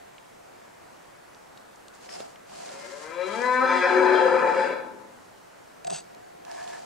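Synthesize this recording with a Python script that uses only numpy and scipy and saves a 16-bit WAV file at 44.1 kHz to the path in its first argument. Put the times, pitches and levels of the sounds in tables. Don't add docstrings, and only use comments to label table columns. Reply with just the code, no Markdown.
import sys
import numpy as np
from scipy import signal
from scipy.fft import rfft, irfft, next_fast_len
from scipy.io import wavfile
from scipy.ndimage import uniform_filter1d

SR = 44100
rng = np.random.default_rng(int(sys.argv[2]) if len(sys.argv) > 2 else 0)


def waveform_to_disk(signal):
    frames = np.transpose(np.atleast_2d(signal))
    scaled = np.clip(frames, -1, 1) * 32767
    samples = np.round(scaled).astype(np.int16)
    wavfile.write(sys.argv[1], SR, samples)


def voltage_ratio(decibels):
    exponent = np.asarray(decibels, float) / 20
    return 10 ** exponent


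N = 302085

# freq_hz, level_db per Hz
WASH_TONE = [(12, -44), (20, -16.5), (113, -12), (141, -5), (291, -5), (364, -1), (468, -2.5), (692, -3),
             (818, -4), (1470, -7), (3490, -19.5), (7620, -21.5), (15700, -33)]
WASH_DB = -53.5
# freq_hz, likeness (-1 to 1)
WASH_LIKENESS = [(60, 0.92), (150, 0.22), (380, -0.47), (950, 0.15), (2380, 0.28), (5980, 0.47),
                 (15000, 0.4)]

# start_s, peak_db, centre_hz,
# pan_db (left over right), width_hz
TICKS = [(0.1812, -42, 2450, -3, 1200), (1.347, -41, 4450, -.5, 3500), (1.5744, -43, 3870, -.5, 1500),
         (1.577, -49, 7350, -.5, 2500), (1.759, -44, 6400, -3, 5000), (1.8824, -42, 7550, -6, 3000),
         (1.882, -40, 3700, -2, 2500), (1.95, -45.5, 6940, -11, 3030), (2.091, -37.5, 2130, 10, 1500),
         (2.2055, -46, 2500, -6, 2500), (2.358, -39, 2280, -1, 2000), (2.691, -42, 3880, -15, 1500),
         (2.798, -40, 6500, -5, 3000), (2.935, -43, 7160, -7, 3970), (3.031, -44, 6000, -4, 3930),
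         (3.4185, -31.5, 6212, -5, 2500), (3.543, -46, 4900, 2, 4044), (5.876, -39, 700, 0, 700),
         (5.903, -36.5, 850, 0, 600), (6.04, -51, 6000, -11, 4000), (6.148, -39, 4370, -3, 5000),
         (6.45, -41, 4450, -21, 6000), (6.514, -38.5, 4970, -18, 6000), (6.572, -50, 5940, -12, 5000),
         (6.64, -41, 4500, -15, 6080), (6.677, -40.5, 2840, -18, 3500), (6.732, -40, 5460, -10, 6000)]
# start_s, peak_db, pitch_hz, pan_db
KNOCK = (2.2049, -26.5, 520, -5)
LIPS_T60 = 0.45
# freq_hz, t60_s
FOREST_T60 = [(200, 1.65), (600, 0.55), (900, 1.08), (1300, 0.82), (2400, LIPS_T60), (4000, 0.67),
              (9000, 0.14)]

# start_s, rise_s, hold_s, fall_s, level_db
RUSTLE = [
    (1.93, 0.01, 0.045, 0.061, -63),
    (2.0, 0.037, 0.026, 0.07, -56.5),
    (2.086, 0.015, 0.051, 0.22, -49.5),
    (2.45, 0.099, 0.11, 0.11, -52),
    (2.62, 0.13, 0.26, 0.29, -52),
    (3.17, 0.17, 0.027, 0.61, -48.5),
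    (6.44, 0.08, 0.1, .04, -55),
    (6.6, 0.097, 0.03, 0.23, -51.5),
]
# freq_hz, level_db per Hz
CLOTH_TONE = [(60, -45), (200, -8.5), (1650, -7), (2800, -8), (3710, -9.5), (4360, -6.5), (4740, -5.5),
              (5390, -8), (6250, -7.5), (7250, -7), (10500, -15.5), (13000, -23)]
# freq_hz, width_hz, level_db
SLEEVE_MODES = [(950, 150, 5), (1740, 93, 8), (2200, 710, -7.5)]
# start_s, rise_s, hold_s, fall_s, level_db
SLEEVE_RUBS = [
    (6.44, 0.046, 0.15, 0.044, -42.5),
    (6.62, 0.081, 0.035, 0.16, -41.5),
]
# start_s, rise_s, hold_s, fall_s, level_db
CREAKS = [
    (2.083, 0.01, 0.059, .02, -45),
    (2.15, .02, 0.021, .07, -54),
    (2.7, 0.099, 0.0075, .1, -58),
    (3.2, 0.085, 0.045, .15, -76),
]
CREAK_HZ = 5200

# start_s, rise_s, hold_s, fall_s, level_db
ARM_SHIFTS = [
    (1.95, 0.058, 0.045, .03, -69),
    (2.0, 0.23, 0.017, 0.027, -49),
    (2.42, 0.098, .25, .1, -47.5),
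]
# freq_hz, level_db
ARM_TONE = [(40, -60), (100, -26), (170, 9.5), (400, 3.5), (900, 9), (1600, -1), (2800, -1), (4000, -20)]

# start_s, rise_s, hold_s, fall_s, level_db
FLEX = [
    (2.0, 0.22, .0, .1, -34.5),
    (2.45, 0.18, 0.016, 0.36, -37),
    (5.845, 0.0058, 0.025, 0.024, -30),
    (5.866, 0.014, 0.046, .03, -27),
    (5.895, 0.022, 0, 0.12, -29.5),
    (6.0, .1, 0.34, 0.22, -49),
    (6.44, .07, .22, .25, -34),
]
# freq_hz, width_hz, level_db
FLEX_MODES = [(706, 91, -2), (402, 160, -18)]
HAND_REST_DB = -56.5
STROKE_DB = 6

# time_s, effort_db, pan_db
ROAR = [
    (2.62, -49, -7),
    (2.85, -44.5, 14),
    (3.1, -41, 8.5),
    (3.22, -28, 11.5),
    (3.38, -27, 10.5),
    (3.6, -21.5, 4),
    (4.0, -20, 4.5),
    (4.6, -21.5, 4),
    (4.86, -50.5, 0.5),
]
# time_s, opening (0-1)
MOUTH = [
    (2.62, 0.37),
    (3.15, 1),
    (3.4, 0.44),
    (3.62, 0.64),
    (3.7, 0.94),
    (3.9, 0.93),
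    (4.0, 0.57),
    (4.5, 0.38),
    (4.68, 0.74),
]
# time_s, pitch_hz
PITCH = [(2.619, 98.8), (2.779, 110.4), (2.86, 117.1), (2.9, 132.5), (2.939, 142.7), (3.021, 151.2),
         (3.099, 160.4), (3.16, 175.1), (3.26, 191), (3.3, 203.4), (3.35, 225), (3.4, 241.5),
         (3.441, 249.2), (3.58, 254.2), (3.647, 265.2), (3.7, 253.8)]
# time_s, pitch_hz
UNDERTONE = [
    (3.62, 181),
    (3.865, 181.5),
    (3.875, 366),
    (4.0, 370),
    (4.3, 371),
]
# time_s, steady, lower, chaos (each 0-1)
FOLDS = [(2.6, 1, 0, .3), (3.1, 1, 0, .22), (3.26, 1, 0, .22), (3.33, 1, 0, .35), (3.43, 1, 0, .1),
         (3.59, 1, 0, .1), (3.63, 1, .1, .4), (3.68, .55, .75, .7), (3.84, .35, .75, .75),
         (3.9, .1, .35, 1), (4.24, 0, .3, 1), (4.3, 0, 0, 1)]
NECK_HZ, MAIN_HZ, PALATE_HZ, JAW_HZ = 370, 532, 877, 728
# freq_hz, width_hz, level_db
THROAT = [(203, 200, -18), (275, 49, -2.3), (NECK_HZ, 43, 1.6), (MAIN_HZ, 44.4, 9.1),
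          (PALATE_HZ, 28.5, 12.9), (JAW_HZ, 66, -10), (1003, 48, 0), (1298, 66, -3.5), (1503, 81, -3.5),
          (1640, 134, -6.5), (1765, 62, -4), (2003, 80, -12.5), (2277, 101, -9), (2428, 170, -10),
          (2575, 296, -18.5)]
# freq_hz, width_hz, level_db
TOP_CAVITIES = [(2837, 51, -2), (3240, 98, -3.5), (3478, 174, -4), (4023, 152, 3), (4886, 410, -6.5),
                (5340, 120, -10.5), (6135, 120, -11)]
# freq_hz, level_db
NECK_LEAK = [(120, -65), (200, -28.5), (320, -3.5), (450, 2.5), (620, -2.5), (800, -15), (1100, -20),
             (1800, -36), (2600, -82), (3200, -92)]
# freq_hz, width_hz, depth (0-1)
SIDE_POCKETS = [(1117, 234, 0.75), (1454, 81, 0.51), (1876, 126, 1)]
# freq_hz, width_hz
TOP_POCKETS = [(3040, 135), (3750, 150)]
# time_s, depth_db, length_s
CATCHES = [(2.883, 3, 0.029), (3.001, 3.5, 0.044), (3.321, 6.5, 0.084), (3.682, 5, 0.014),
           (3.794, 9.5, 0.017), (3.886, 0, 0.056), (4.013, -0.5, 0.026), (4.157, 0, 0.0076),
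           (4.32, -1, 0.019), (4.53, 5, 0.068)]
OPEN_DB = {"chest": -3.5, "neck": -4, "main": -2.5, "palate": 3.5, "jaw": 4.5, "cheek": 7.5, "tongue": 6.5,
           "mouth": 11, "nose": 7.5, "lips": 13, "top": 9, "breath": 3.5}
SHUT_DB = {"chest": 0.5, "neck": -5.5, "main": 1, "palate": -5, "jaw": -3, "cheek": 0.3, "tongue": 2.4,
           "mouth": 0.9, "nose": 1, "lips": -2.5, "top": -32, "breath": -31}
STEADY_DB = {"main": -2, "cheek": 1, "tongue": -3.5, "chest": 0.5, "neck": -11.5, "palate": -6.5, "lips":
             -3, "top": 12}
# freq_hz, level_db per Hz
BREATH_TONE = [(1800, -37), (2600, -11), (3400, 1), (5200, -8), (6800, -0.5), (8400, -2), (10200, -11.5),
               (13000, -17)]
FLARES = {"neck": [(2.92, 17, .05), (3.27, 18, 0.034), (3.7, -9, .08), (3.33, 6, 0.043), (3.9, 8, 0.033),
          (4.0, 6.5, 0.17), (4.24, -12, 0.044), (4.15, 8, 0.074), (4.7, -8, 0.089), (4, 8, 0.044)],
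          "main": [(2.73, 11.5, 0.081), (2.84, 2, 0.035), (2.95, 10, 0.039), (3.05, -17, 0.041),
          (3.2, 9, 0.09), (3.36, -14, 0.057), (3.5, -2, 0.025), (3.44, -6, 0.034), (3.635, -1.5, 0.015),
          (3.675, -20, 0.022), (3.72, 6, .025), (3.775, -7.5, .025), (3.84, 4, 0.031), (3.9, -15, 0.028),
          (3.99, 11.5, 0.044), (4.14, -6, 0.062), (4.25, 9, 0.048), (4.33, 9, 0.035), (4.44, 3, 0.043),
          (4.53, -22, 0.027), (4.59, 8.5, .03), (4.64, -9, .015), (4.68, -3, .025)],
          "palate": [(2.95, -5, .2), (3.2, -1, 0.037), (3.36, 3, .1), (3.7, 3, 0.05), (3.8, -2, 0.049),
          (4.13, 8, 0.087), (4.29, -5, .035), (4.4, 4, 0.059), (4.53, -5, 0.038), (4.62, 6.5, 0.043),
          (4.78, -3, 0.09)], "top": [(3.62, -8.5, 0.048), (4.17, 5, 0.043), (4.86, 2, 0.058)]}
BROAD_FLARES = {"mouth": [(2.75, -6, 0.18), (3.25, -9.5, 0.38), (3.43, 10, 0.033), (3.55, 6, 0.058),
                (4.5, -0.5, 0.086), (4.78, -2, 0.062)], "jaw": [(2.9, -7, 0.26), (3.32, -5.5, 0.13),
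                (3.47, -10.5, 0.11), (3.62, 8, 0.035), (3.78, 9.5, 0.13), (4.0, 5, .08), (4.2, 10, 0.14),
                (4.6, -5, 0.15)], "cheek": [(2.75, -4, 0.2), (3.03, 1, .04), (3.18, 2.5, 0.03),
                (3.32, -3.5, 0.13), (3.49, 4.5, 0.048), (3.72, 5.5, 0.13), (3.85, -1.5, 0.04),
                (4.05, 5, 0.17), (4.4, 5.5, 0.11), (4.6, -2.5, 0.11)], "tongue": [(2.75, -0.5, 0.24),
                (3.12, -2, .04), (3.27, 3.5, 0.059), (3.45, -8, .05), (3.63, 6, 0.072), (3.8, 3.5, 0.074),
                (4.33, 7, 0.055), (4.65, -7, 0.073)], "nose": [(2.85, 10, 0.11), (3.05, 4.5, 0.085),
                (3.3, 0.5, 0.12), (3.46, 5.5, 0.082), (3.55, -1, .04), (3.8, 7, 0.079), (4.4, 1, 0.28)],
                "lips": [(3.6, 2.5, 0.051), (2.3, 4, 0.14), (3.2, 4, 0.096), (3.9, -2.5, 0.052),
                (4.82, 6, 0.048), (2.93, -15, 0.13), (4.66, 3.5, 0.1), (3.8, 4.5, 0.071)],
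                "wall": [(2.78, -9, 0.063), (3.0, 2.5, 0.053), (3.3, -2, 0.076), (4.0, -2, .3),
                (4.5, 2.5, 0.11), (4.74, 5.5, 0.064)], "chest": [(3.4, 2.5, 0.17), (3.48, -9, 0.088),
                (3.3, 5.5, .04), (3.73, 4, 0.12), (4.71, 6, .1), (3.35, 1.5, 0.1), (3.95, 0, 0.082),
                (4.45, 4.5, 0.063)], "breath": [(3.77, 8.5, 0.078), (4.68, 7.5, 0.067)]}
# time_s, freq_factor
TOP_SHIFT = [(3.0, .985), (3.4, .985), (3.6, 1.003), (3.85, 1.01), (4.2, .995), (4.55, .993), (4.8, .98)]
# time_s, gain_db, length_s
TOP_FLARES = [
    [(3.4, 2, .25), (3.85, -5, .15), (4.4, 5.5, .12), (4.66, 11, .06)],
    [(3.35, 7, .08), (4.1, 6.5, 0.19)],
    [(3.3, -1, 0.15), (3.76, 1.5, 0.099), (4.35, -2.5, .15), (4.7, 11, 0.092)],
    [(3.2, -1, 0.09), (3.38, -12, 0.05), (3.82, -4.5, 0.16), (4.2, -0.5, .1), (4.45, -2, 0.12)],
    [(3.25, -5, 0.18), (3.8, -1.5, 0.091), (4.65, 7, .08)],
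    [(3.3, -1, .2), (4.65, 6, 0.13)],
    [(3.3, -3.5, .2), (4.55, -0.5, .15)],
]
FITS_DB, FITS_HZ, PATCHY_DB = 1.8, 12.0, 3.0

# time_s, level_db
SCRAPE = [
    (5.845, -64),
    (5.9, -62),
    (5.913, -44),
    (5.93, -41),
    (5.949, -37.5),
    (5.987, -41.5),
    (6.005, -49),
    (6.035, -70),
]
# start_s, peak_db, length_s
SLIPS = [
    (5.8455, -28, 0.0042),
    (5.868, -26.5, 0.0093),
    (5.898, -25, 0.0063),
    (5.904, -25, 0.0032),
]
# freq_hz, width_hz, level_db
SHELL_MODES = [(890, 34, -4), (1500, 510, -9.5), (2730, 160, -2), (3520, 480, -6), (4790, 170, 0.5),
               (5400, 220, -9), (6150, 270, -3.5), (6660, 220, -2.5), (7980, 300, 0), (8260, 160, 0.5),
               (8460, 140, 1), (9340, 400, -15), (10500, 650, -20)]
# time_s, level_db
MOUNT_HUM = [(5.845, -57), (5.885, -53), (5.897, -66), (5.907, -51), (5.936, -45), (5.955, -54),
             (5.98, -63)]
MOUNT_HZ = 163.4

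# freq_hz, level_db
BAND_LIMIT = [(15720, 0), (15790, -90)]


def evened(x):
    return x / np.sqrt(np.mean(x ** 2) + 1e-20)


def read(points, hz):
    f, value = np.transpose(points)
    return np.interp(np.log(hz + 1), np.log(f + 1), value)


def follow(t, points):
    return np.interp(t, *np.transpose(points))


def unroll(rows):
    s, *columns = np.transpose(rows)
    t = np.arange(s[0], s[-1], 1 / SR)
    return [t] + [np.interp(t, s, column) for column in columns]


def add(mix, start_s, sound, pan_db=0.0):
    part = mix[:, round(start_s * SR):][:, :np.shape(sound)[-1]]
    panned = sound * voltage_ratio(np.array([[0.5], [-0.5]]) * pan_db)
    part += panned[:, :part.shape[1]]


def drift(size, hz):
    coarse = rng.standard_normal(size // 32 + 2)
    slow = signal.sosfiltfilt(signal.butter(2, hz, fs=SR / 32, output="sos"), coarse)
    return np.interp(np.arange(size) / 32, np.arange(len(slow)), evened(slow))


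def strokes(rows):
    t = np.arange(0, N + 16, 16) / SR
    out = 0
    for start, rise, hold, fall, db in rows:
        up = (t - start) / rise
        down = (start + rise + hold + fall - t) / fall
        shape = np.clip(np.minimum(up, down), 0, 1)
        out = out + (voltage_ratio(STROKE_DB * (shape - 1)) - voltage_ratio(-STROKE_DB)) * voltage_ratio(db)
    return np.interp(np.arange(N) / SR, t, out)


def bumps(t, rows):
    return sum(db * np.exp(-((t - s) / length) ** 2) for s, db, length in rows)


def resonate(x, hz, width):
    r = np.exp(-np.pi * width / SR)
    if np.ndim(hz) == 0:
        return 2 * signal.lfilter([1 - r], [1, -r * np.exp(2j * np.pi * hz / SR)], x + 1e-18).real
    turn = np.exp(2j * np.pi * np.cumsum(hz) / SR)
    return 2 * (turn * signal.lfilter([1 - r], [1, -r], x / turn)).real


def body(x, modes, factor=0.99, fits_db=0.0):
    out = 0
    for k, (hz, width, db) in enumerate(modes):
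        fits = fits_db * drift(len(x), FITS_HZ) if np.any(fits_db) else 0
        out = out + (-1) ** k * voltage_ratio(db + fits) * resonate(x, hz * factor, width)
    return out


def coloured(x, spectrum):
    size = next_fast_len(len(x))
    return irfft(rfft(x, size) * voltage_ratio(read(spectrum, np.fft.rfftfreq(size, 1 / SR))), size)[:len(x)]


def crackle(size, per_s, spread_db):
    snaps = rng.standard_normal(size) * voltage_ratio(spread_db * np.minimum(rng.exponential(1, size), 4))
    return snaps * (rng.random(size) < per_s / SR)


def wash():
    frames, hz = N // 256 + 5, np.fft.rfftfreq(1024, 1 / SR)
    a, b, c, d, patches = rng.standard_normal((frames, 513, 5)).T
    patches = uniform_filter1d(patches, size=14, axis=0)
    patches = evened(uniform_filter1d(patches, size=20, axis=1))
    same = read(WASH_LIKENESS, hz)[:, None]
    left = a + 1j * b
    right = same * left + np.sqrt(1 - same ** 2) * (c + 1j * d)
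    z = np.array([left, right]) * voltage_ratio(read(WASH_TONE, hz)[:, None] + 0.8 * patches)
    out = signal.istft(z, nperseg=1024, noverlap=768)[1][:, :N]
    return voltage_ratio(WASH_DB) * out / np.std(out.mean(0))


def ticks():
    out, t = np.zeros((2, N)), np.arange(600) / SR
    for s, db, hz, pan_db, width in TICKS:
        grain = rng.standard_normal(len(t)) * np.exp(-t / 0.0021)
        snap = resonate(resonate(grain, hz, width), hz, width)
        add(out, s, voltage_ratio(db) * snap / abs(snap).max(), pan_db)
    s, db, hz, pan_db = KNOCK
    u = t - 0.004
    blow = np.cos(2 * np.pi * hz * u * (1 - 90 * u) + 0.5) * np.exp(-(u / 0.0014) ** 2)
    blow += 0.42 * resonate(rng.standard_normal(len(t)), 1600, 3000) * np.exp(-(u / 0.0026) ** 2)
    add(out, s - 0.004, voltage_ratio(db) * blow / abs(blow).max(), pan_db)
    return out


def forest(x):
    taps = np.zeros((2, SR))
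    at = np.arange(400, SR - 20, 20) + rng.integers(0, 20, (2, (SR - 401) // 20))
    np.put_along_axis(taps, at, rng.choice([-1.0, 1.0], at.shape), 1)
    taps[1] = 0.4 * taps[0] + 0.92 * taps[1]
    hz, t, z = signal.stft(taps, SR, nperseg=256)
    decay = voltage_ratio(-60 * t / read(FOREST_T60, hz)[:, None])
    tail = signal.istft(z * decay, SR, nperseg=256)[1]
    return signal.fftconvolve(x, tail / np.linalg.norm(tail[0]), axes=1)[:, :N]


def rustle():
    out = np.zeros((2, N))
    hiss = strokes(RUSTLE) * voltage_ratio(1.1 * drift(N, 25))
    creaks = strokes(CREAKS)
    shared = crackle(N, 9000, 1.0)
    for ear in out:
        rub = shared + 1.9 * crackle(N, 9000, 1.0)
        fold = resonate(resonate(rub, CREAK_HZ, 710), CREAK_HZ, 790)
        ear += voltage_ratio(10.5) * hiss * evened(coloured(rub, CLOTH_TONE)) + creaks * evened(fold)
    sleeve = evened(body(crackle(N, 5000, 1.0), SLEEVE_MODES))
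    add(out, 0, strokes(SLEEVE_RUBS) * voltage_ratio(2.2 * drift(N, 18)) * sleeve, -0.6)
    return out


def stir():
    out = np.zeros((2, N))
    shuffle = evened(coloured(crackle(N, 4000, 5.7), ARM_TONE))
    add(out, 0, strokes(ARM_SHIFTS) * shuffle, -1.5)
    return out


def flex():
    grip = crackle(N, 3000, 1.3)
    ring = sum(body(resonate(grip, mode[0], mode[1]), [mode]) for mode in FLEX_MODES)
    ring = ring / (uniform_filter1d(ring ** 2, size=700) + 1e-12) ** 0.35
    force = strokes(FLEX) + voltage_ratio(HAND_REST_DB + 1.5 * drift(N, 2.5))
    return force * evened(ring) * np.array([[1], [-1]])


def beat(t, pitch, waver, chaos):
    turns = np.cumsum(follow(t, pitch) * (1 + waver * drift(len(t), 56.6))) / SR
    out = 0
    for k in range(1, 24):
        swell = voltage_ratio(PATCHY_DB * np.sqrt(chaos) * drift(len(t), FITS_HZ))
        out = out + swell * np.cos(2 * np.pi * k * turns)
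    return evened(out)


def chaotic_puffs(t):
    turns = np.cumsum(200 * (1 + 0.35 * drift(len(t), 120))) / SR
    shape = 0.87 + np.exp(-(turns % 1) / 0.078)
    return shape * rng.standard_normal(len(t)) * voltage_ratio(0.67 * drift(len(t), 51.0))


def throat(t, drive, part_db, stretch, chaos):
    out = voltage_ratio(bumps(t, BROAD_FLARES["wall"])) * coloured(drive, NECK_LEAK)
    broad = [("chest", THROAT[:2], 1), ("jaw", THROAT[5:6], 1), ("cheek", THROAT[6:7], -1),
             ("tongue", THROAT[7:8], 1), ("mouth", THROAT[8:11], -1), ("nose", THROAT[11:12], 1),
             ("lips", THROAT[12:], 1)]
    for part, modes, sign in broad:
        out = out + voltage_ratio(part_db[part]) * sign * body(drive, modes, stretch, FITS_DB * np.sqrt(chaos))
    for part, mode in zip(("neck", "main", "palate"), THROAT[2:5]):
        fits_db = FITS_DB * chaos * drift(len(t), 2 * FITS_HZ)
        ring = body(resonate(drive, mode[0] * stretch, mode[1]), [mode], stretch)
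        out = out + voltage_ratio(part_db[part] + fits_db) * ring
    for hz, width, depth in SIDE_POCKETS:
        out = out - depth * resonate(out, hz * stretch, width)
    return signal.sosfilt(signal.butter(4, [160, 2750], "bandpass", fs=SR, output="sos"), out)


def top_cavities(t, rasp):
    shift = follow(t, TOP_SHIFT)
    out = 0
    for mode, flares in zip(TOP_CAVITIES, TOP_FLARES):
        ring = body(resonate(rasp, mode[0] * shift, mode[1]), [mode], shift, FITS_DB)
        out = out + voltage_ratio(bumps(t, flares)) * ring
    return evened(out)


def roar():
    t, effort_db, pan_db = unroll(ROAR)
    mouth = follow(t, MOUTH)
    s, *shares = np.transpose(FOLDS)
    steady, lower, chaos = (np.interp(t, s, share) for share in shares)
    waver = 0.0245 * chaos
    stretch = 1 + 0.12 * np.maximum(3.27 - t, 0)
    flares = {**FLARES, **BROAD_FLARES}
    part_db = {}
    for part in OPEN_DB:
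        opening_db = SHUT_DB[part] + OPEN_DB[part] * mouth
        part_db[part] = opening_db + STEADY_DB.get(part, 0) * steady + bumps(t, flares[part])

    puffs = chaotic_puffs(t)
    drive = steady * beat(t, PITCH, waver, chaos)
    drive = drive + lower * beat(t, UNDERTONE, waver / 5, chaos) + chaos * evened(puffs)
    drive = drive - lower * resonate(drive, UNDERTONE[0][1], 40)

    out = np.zeros((2, N))
    push = voltage_ratio(effort_db - 2.0) * signal.windows.tukey(len(t), 0.07)
    catch_db = bumps(t, CATCHES)
    voice = throat(t, drive, part_db, stretch, chaos)
    voice = voice / np.sqrt(uniform_filter1d(voice ** 2, size=5000) + 1e-12)
    voice = push * voltage_ratio(-catch_db) * voice
    low = signal.sosfiltfilt(signal.butter(4, 185, fs=SR, output="sos"), voice)
    add(out, t[0], voice - low, pan_db - 0.54 * catch_db)
    add(out, t[0], low, 0.083 * pan_db)

    sharp = top_cavities(t, 0.3 * drive + np.sqrt(chaos) * evened(puffs))
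    add(out, t[0], push * voltage_ratio(part_db["top"]) * (chaos / np.mean(chaos)) ** 0.25 * sharp, 0.13 * pan_db)
    breath = np.array([evened(coloured(puffs * rng.choice([-1, 1], len(t)), BREATH_TONE))
                       for _ in range(2)])
    add(out, t[0], push * chaos ** 2 * voltage_ratio(part_db["breath"]) * breath, -1.5)
    for hz, width in TOP_POCKETS:
        out = signal.lfilter(*signal.iirnotch(hz, hz / width, SR), out)
    return out


def scrape():
    t = np.arange(5.84, 6.06, 1 / SR)
    slide_db = np.interp(t, *np.transpose(SCRAPE), left=-90, right=-90)
    grip = voltage_ratio(slide_db + 1.4 * drift(len(t), 120))
    for s, db, length in SLIPS:
        u = np.maximum(t - s, 0) / length
        grip = grip + voltage_ratio(db - 13.5) * 4.9 * u * np.exp(-u * u * 2.2)
    out = np.zeros((2, N))
    add(out, t[0], grip * evened(body(crackle(len(t), 25000, 1.1), SHELL_MODES)), 0.3)
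    out += 0.22 * (np.roll(out[0], -1) - np.roll(out[0], 1)) * np.array([[1], [-1]])
    t, hum_db = unroll(MOUNT_HUM)
    hum = np.sqrt(2) * np.sin(2 * np.pi * MOUNT_HZ * t + 1.2 * drift(len(t), 26))
    add(out, t[0], voltage_ratio(hum_db) * hum * signal.windows.tukey(len(t), 0.2), 2.2)
    return out


def scene():
    background = wash()
    near = ticks() + scrape()
    near = near + voltage_ratio(-21.0) * forest(near) + rustle() + stir() + flex()
    stag = roar()
    stag = stag + voltage_ratio(-5.0) * forest(stag)
    housing = signal.butter(3, 10000, fs=SR, output="sos")
    return signal.sosfilt(housing, stag + near) + background


def roll_off(x):
    return signal.sosfilt(signal.butter(12, 15890, fs=SR, output="sos"), x)


def record(dry):
    mix = np.array([coloured(ear, BAND_LIMIT) for ear in dry])
    return roll_off(mix)


dry = scene()
out = record(dry)
waveform_to_disk(out)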